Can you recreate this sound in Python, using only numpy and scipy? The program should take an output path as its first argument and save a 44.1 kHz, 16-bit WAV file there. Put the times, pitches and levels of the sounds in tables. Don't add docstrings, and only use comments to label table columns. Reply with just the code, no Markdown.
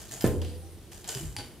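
import sys
import numpy as np
from scipy import signal
from scipy.fft import rfft, irfft
from scipy.io import wavfile
from scipy.ndimage import uniform_filter1d

SR = 44100
rng = np.random.default_rng(int(sys.argv[2]) if len(sys.argv) > 2 else 0)


def amplitude_ratio(level_db):
    exponent = np.asarray(level_db, float) / 20
    return 10 ** exponent


def inscribe(sig):
    pcm = np.round(np.clip(np.atleast_2d(sig).T, -1, 1) * 32767)
    wavfile.write(sys.argv[1], SR, pcm.astype(np.int16))


N = 70560

# pitch_hz, level_db (per Hz)
RUMBLE = [(24, -14), (40, -4.5), (91, -5.5), (274, -14.5), (350, -7.5), (395, -16), (440, -12), (490, -20),
          (1000, -32), (1300, -63), (2200, -120)]
# pitch_hz, level_db (per Hz)
FIZZ_COLOUR = [(530, -14), (900, -4), (2400, -7), (3100, -5), (7300, -9.5), (9000, -6), (12500, -8),
               (15500, -7.5)]
# start_s, end_s, level_db, pitch_hz, width_hz
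VALVE_SEEPS = [
    (0.18, 0.41, -62.5, 9250, 450),
    (.5, 0.787, -63, 8830, 710),
    (0.48, 0.77, -63, 11000, 1200),
    (.48, 0.525, -60, 8100, 300),
    (.495, 0.52, -64, 13000, 200),
    (0.627, 0.7, -66, 5800, 230),
    (.44, 0.566, -66, 3000, 900),
    (0.42, .58, -65, 4700, 260),
]
# start_s, pitch_hz, peak_db, t60_s
FRAME_WOBBLES = [(0.111, 127, -48.5, 0.58), (0.132, 448, -49, 0.15), (0.086, 86, -62, .4), (0, 68, -42, .3),
                 (.62, 790, -56.5, .4), (.53, 500, -47.5, 0.58), (0.37, 83.4, -25.5, 1.05),
                 (0.29, 83.7, -21.5, 0.28), (0.25, 95, -23, 0.18), (1.092, 450, -40, 0.12),
                 (1.205, 330, -42, 0.3), (1.16, 62, -44, 0.32), (0.661, 355, -45.5, 0.23),
                 (1.152, 392.7, -32.5, 0.17), (1.362, 848, -37, 0.062), (0.861, 77.5, -50, 0.41),
                 (0.949, 100, -49, .3), (1.085, 755, -39, 0.07), (1.155, 131, -33, 0.29),
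                 (1.205, 137, -37.5, 0.26), (1.225, 85, -36, 0.39), (1.25, 54, -34.5, 0.42),
                 (1.372, 95.4, -34.5, 0.2), (1.385, 821, -43, 0.22), (1.385, 275, -37.5, 0.11)]
# start_s, pitch_hz, peak_db, t60_s
SPOKE_RINGS = [(0.11, 1740, -45, 0.08), (0.211, 3110, -52.5, 0.67), (0.264, 11680, -35, 0.19),
               (1.094, 3001, -49, 0.79), (1.094, 1504, -50, 0.44), (1.366, 4630, -41, 0.24),
               (1.388, 4605, -44, 0.33), (1.366, 3035, -52.5, 0.6), (1.385, 1500, -51.5, 0.43),
               (1.365, 9000, -40, 0.12), (1.15, 9750, -62, 0.91)]
# start_s, peak_db, push_ms
FOOT_THUDS = [
    (.2409, -20, 2.6),
    (1.169, -34, 2.85),
    (1.2316, -29.5, 3.5),
    (1.244, -33.5, 3.22),
    (1.2505, -32.5, 3.38),
    (1.261, -29, 5.18),
    (1.275, -35.5, 4.55),
    (1.286, -33, 6.3),
    (1.311, -39, 4.9),
    (1.338, -37.5, 4.6),
]
# start_s, peak_db, pitch_hz, length_ms, broadband_db
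PART_TICKS = [(0.0928, -36, 4130, 6.4, 1), (0.1205, -25, 6800, 2.2, 0), (0.139, -28, 7000, 3, -14),
              (0.2093, -24, 5350, 4, 3), (0.2423, -27, 8950, 3.4, 4), (0.4179, -31.5, 3300, 3.3, -3),
              (0.425, -36, 2600, 2.2, 1), (0.448, -34, 3180, 4.4, 2), (0.855, -52, 7200, 2, -14),
              (0.828, -54, 6830, 1.9, -18), (0.919, -38.5, 3540, 3.4, 5), (0.947, -34, 8200, 3.3, 4),
              (1.044, -31, 3330, 2.9, 9), (1.077, -27.5, 7100, 3.1, -6), (1.0892, -21, 7300, 1.5, -10),
              (1.0911, -19, 7600, 1.5, -4), (1.0922, -26.5, 4970, 3.5, 2), (1.094, -25, 3470, 1.5, -4),
              (1.1025, -34, 3000, 2.3, -4), (1.108, -30, 7700, 2.5, -13), (1.1145, -34, 7200, 3, -10),
              (1.15, -19.5, 5300, 1.9, 8), (1.1741, -32, 2920, 2.8, 1), (1.208, -35, 7450, 2.6, -17),
              (1.256, -33.5, 7460, 2.4, -11), (1.269, -49, 7600, 3, -12), (1.28, -38, 7600, 1.8, -13),
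              (1.327, -41, 7400, 3, -10), (1.366, -18, 5040, 1.4, 5), (1.3659, -25, 2200, 1.5, 2),
              (1.3697, -26.5, 3270, 2.3, 6), (1.389, -35, 4700, 1.8, -4)]
# start_s, peak_db, push_ms
PISTON_BLOWS = [
    (.2421, -11, 1.38),
    (.2448, -21, 1.05),
    (1.3975, -34.5, 0.86),
]
# pitch_hz, level_db, t60_s
BODY_MODES = [(50.1, -3, 0.96), (171, 0.5, 0.1), (122.2, 0.5, 0.48), (165.7, -8.5, 0.77),
              (231.6, -8.5, 0.82), (297.2, -10.5, 0.83), (358.2, -7.5, 0.64), (396, -3, 0.195),
              (493, -13, 0.94), (638, -15, 0.29), (740, -20.5, .4), (910, -22, 0.47), (1040, -22, 0.42),
              (1754, -12, 0.12)]
# start_s, level_db, hold_s, t60_s, whistle_hz
AIR_PUFFS = [(0.0, -44.5, 0.0055, 0.74, 6500), (0.109, -43.5, 0.042, 0.82, 7100),
             (.209, -38.5, .02, 0.28, 13500), (.242, -39.5, 0.028, 0.28, 7900),
             (0.415, -48, 0.013, 0.61, 3200), (0.915, -50, 0.029, 1, 6700),
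             (1.0755, -41.5, 0.012, 0.35, 7340), (1.088, -40, 0.041, 0.42, 7100),
             (1.042, -50, 0.0093, 0.43, 3040), (1.17, -41.5, 0.012, 0.57, 7700),
             (1.382, -43.5, 0.012, 0.36, 3030)]
# pitch_hz, level_db (per Hz)
JET_COLOUR = [(350, -47), (600, 1.5), (1360, -12), (1510, -5), (2100, -12), (2990, -7.5), (3570, -9),
              (7040, -13), (15500, -8)]
# pitch_hz, width_hz, level_db
AIR_PASSAGES = [(1860, 270, -5), (3080, 510, -2.5), (4880, 150, -0.5), (7100, 520, -1.5),
                (9080, 1100, -1.5), (11300, 3600, -6), (13500, 1400, -10)]
# pitch_hz, t60_s
ROOM_DECAY = [(60, 1.0), (250, 0.69), (1000, 0.92), (4000, 0.32), (14000, 0.71)]
# pitch_hz, likeness_0_to_1
PORT_LIKENESS = [(30, .9), (55, .6), (88, .3), (125, 0.97), (300, 0.98), (600, 0.92), (1650, 0.86),
                 (4970, 0.5), (15000, 0.35)]
# pitch_hz, lead_radians
PORT_LEAD = [(0, 0.5), (4310, 0.03), (8960, -1.6), (15100, -2.5), (15700, 13), (16000, 19)]
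# pitch_hz, level_db
PORT_TILT = [(60, -0.5), (240, -1.0), (950, -1.0), (3770, 0), (15000, .5)]
# pitch_hz, level_db
MIC_RESPONSE = [(20, -15), (45, -0.5), (12000, 0), (14500, -2.5), (15800, -12)]


def evened(x):
    return x / np.sqrt(np.mean(x ** 2) + 1e-20)


def read(points, hz):
    f, value = np.transpose(points)
    return np.interp(np.log(hz + 1), np.log(f + 1), value)


def add(mix, start_s, sound):
    part = mix[..., max(round(start_s * SR), 0):][..., :sound.shape[-1]]
    part += sound[..., :part.shape[-1]]


def equalised(x, curve):
    hz = np.fft.rfftfreq(x.shape[-1], 1 / SR)
    return irfft(rfft(x) * amplitude_ratio(read(curve, hz)), x.shape[-1])


def resonate(x, hz, width_hz):
    r = np.exp(-np.pi * width_hz / SR)
    return signal.lfilter([1 - r, 0, r - 1], [1, -2 * r * np.cos(2 * np.pi * hz / SR), r * r], x)


def ring(hz, db, t60, rise_s, turn):
    t = np.arange(SR) / SR
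    envelope = amplitude_ratio(db - 60 * t / t60) * (1 - np.exp(-t / rise_s))
    return envelope * np.sin(2 * np.pi * (hz * t + turn))


def wander(depth_db, noise, smooth_samples):
    return amplitude_ratio(depth_db * evened(uniform_filter1d(noise, size=smooth_samples)))


def hose(noise):
    return evened(sum(amplitude_ratio(db) * evened(resonate(noise, hz, width)) for hz, width, db in AIR_PASSAGES))


def background():
    rumble, fizz = rng.standard_normal((2, 2, N))
    return amplitude_ratio(-50) * evened(equalised(rumble, RUMBLE)) + amplitude_ratio(-56) * evened(equalised(fizz, FIZZ_COLOUR))


def valve_seeps():
    t, out = np.arange(N) / SR, np.zeros((2, N))
    for start, end, db, hz, width_hz in VALVE_SEEPS:
        z = rng.standard_normal((3, N))
        fade = np.clip(np.minimum((t - start) / 0.01, (end - t) / 0.029), 0, 1)
        band = evened(resonate(resonate(z[:2], hz, width_hz), hz, width_hz))
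        out += amplitude_ratio(db) * wander(2.0, z[2], 900) * fade * band
    return out


def frame_wobbles():
    out = np.zeros((2, N))
    for s, hz, db, t60 in FRAME_WOBBLES:
        sway = wander(1.65, rng.standard_normal(SR), 1500)
        turns = rng.random() + np.array([[0], [.25]])
        add(out, s, sway * ring(hz, db, t60, 0.0022, turns))
    return out


def spoke_rings():
    out = np.zeros(N)
    for s, hz, db, t60 in SPOKE_RINGS:
        flutter = wander(2.5, rng.standard_normal(SR), 500)
        add(out, s, flutter * ring(hz, db, t60, 0.0023, rng.random()))
    return out


def foot_thuds():
    out = np.zeros(N)
    for s, db, ms in FOOT_THUDS:
        u = np.arange(0, 3, 1000 / (ms * SR))
        add(out, s, -amplitude_ratio(db) * np.sin(np.pi * u) * np.sin(np.pi * u / 3) ** 1.6)
    return out


def part_ticks():
    out, t = np.zeros(N), np.arange(1500) / SR
    for s, db, hz, ms, wide_db in PART_TICKS:
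        z = rng.standard_normal(len(t)) * np.minimum(t / 0.00091, 1) * np.exp(-t / (ms * 0.00095))
        z[SR // 1000] += 3.6
        pitched = evened(resonate(z, hz, 740))
        broadband = evened(resonate(z, 3700, 9900) + 0.097 * hose(z))
        tick = pitched + amplitude_ratio(wide_db) * broadband
        add(out, s - .001, amplitude_ratio(db) * tick / abs(tick).max())
    return out


def piston_blows():
    crack_db, crack_hz, crack_width_hz, crack_t60 = -28.5, 1360, 860, 0.36
    body_db, build_s = -11, 0.0018
    push, body, t = np.zeros(N), np.zeros((2, N)), np.arange(SR // 2) / SR
    for s, db, ms in PISTON_BLOWS:
        u = np.clip(t / (ms * 0.000975), 0, 2)
        add(push, s, -amplitude_ratio(db) * np.sin(np.pi * u) * np.sin(np.pi * u / 2) ** .5 * 1.38)
        crack = evened(resonate(rng.standard_normal((2, len(t))), crack_hz, crack_width_hz))
        add(body, s, amplitude_ratio(db + crack_db - 60 * t / crack_t60) * crack)
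        for hz, mode_db, t60 in BODY_MODES:
            add(body, s, ring(hz, db + mode_db + body_db, t60, build_s, rng.random((2, 1))))
    return push, body


def air_puffs():
    whistle_db, whistle_width_hz, hose_db, grit_db, rise_s = -3.5, 2400, -15, 3, 0.00096
    out, t = np.zeros((2, N)), np.arange(SR // 2) / SR
    for s, db, hold, t60, hz in AIR_PUFFS:
        z = rng.standard_normal((3, len(t)))
        jet = evened(equalised(z[:2], JET_COLOUR)) + amplitude_ratio(hose_db) * hose(z[:2])
        dull_hz = min(1.82 * hz, 20000)
        jet = evened(signal.lfilter(*signal.butter(1, dull_hz, fs=SR), jet))
        jet = jet + amplitude_ratio(whistle_db) * evened(resonate(z[:2], hz, whistle_width_hz))
        envelope = np.minimum(t / rise_s, 1) * amplitude_ratio(db - 60 * np.maximum(t - hold, 0) / t60)
        add(out, s, envelope * evened(jet * wander(grit_db, z[2], 90)))
    return out


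def room(x):
    hz, t, z = signal.stft(rng.standard_normal((2, SR)), SR, nperseg=256)
    dying = z * amplitude_ratio(-60 * t / read(ROOM_DECAY, hz)[:, None])
    tail = signal.istft(dying, SR, nperseg=256)[1]
    tail = tail * np.clip((np.arange(tail.shape[1]) / SR - .003) / 0.0021, 0, 1)
    return signal.fftconvolve(x[None], tail / np.linalg.norm(tail[0]), axes=1)[:, :N]


def ports(direct, diffuse):
    hz = np.fft.rfftfreq(N, 1 / SR)
    d, (a, b) = rfft(direct), rfft(diffuse)
    same = np.clip(read(PORT_LIKENESS, hz), 0, 1)
    half = np.exp(.5j * read(PORT_LEAD, hz)) * amplitude_ratio(read(PORT_TILT, hz) / 2)
    left = (d + a) * half
    right = (d + same * a + np.sqrt(1 - same ** 2) * b) / half
    return irfft(np.array([left, right]), N)


def scene():
    floor, seep, low, thin = background(), valve_seeps(), frame_wobbles(), spoke_rings()
    thud, tick, jets = foot_thuds(), part_ticks(), air_puffs()
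    push, body = piston_blows()
    wet = room(amplitude_ratio(-15.5) * jets[0] + amplitude_ratio(-1.5) * tick + amplitude_ratio(-3.5) * push + amplitude_ratio(-10) * thud)
    return ports(tick + push + thud + thin, jets + seep + body + low + wet + floor)


def band_limit(x):
    return signal.sosfilt(signal.butter(12, 16430, fs=SR, output="sos"), x)


def record(dry):
    x = equalised(dry, MIC_RESPONSE)
    lowpass = signal.firwin(511, 15800, window=("kaiser", 9), fs=SR)
    x = signal.oaconvolve(x, lowpass[None], "same")
    return band_limit(x)


dry = scene()
out = record(dry)
inscribe(out)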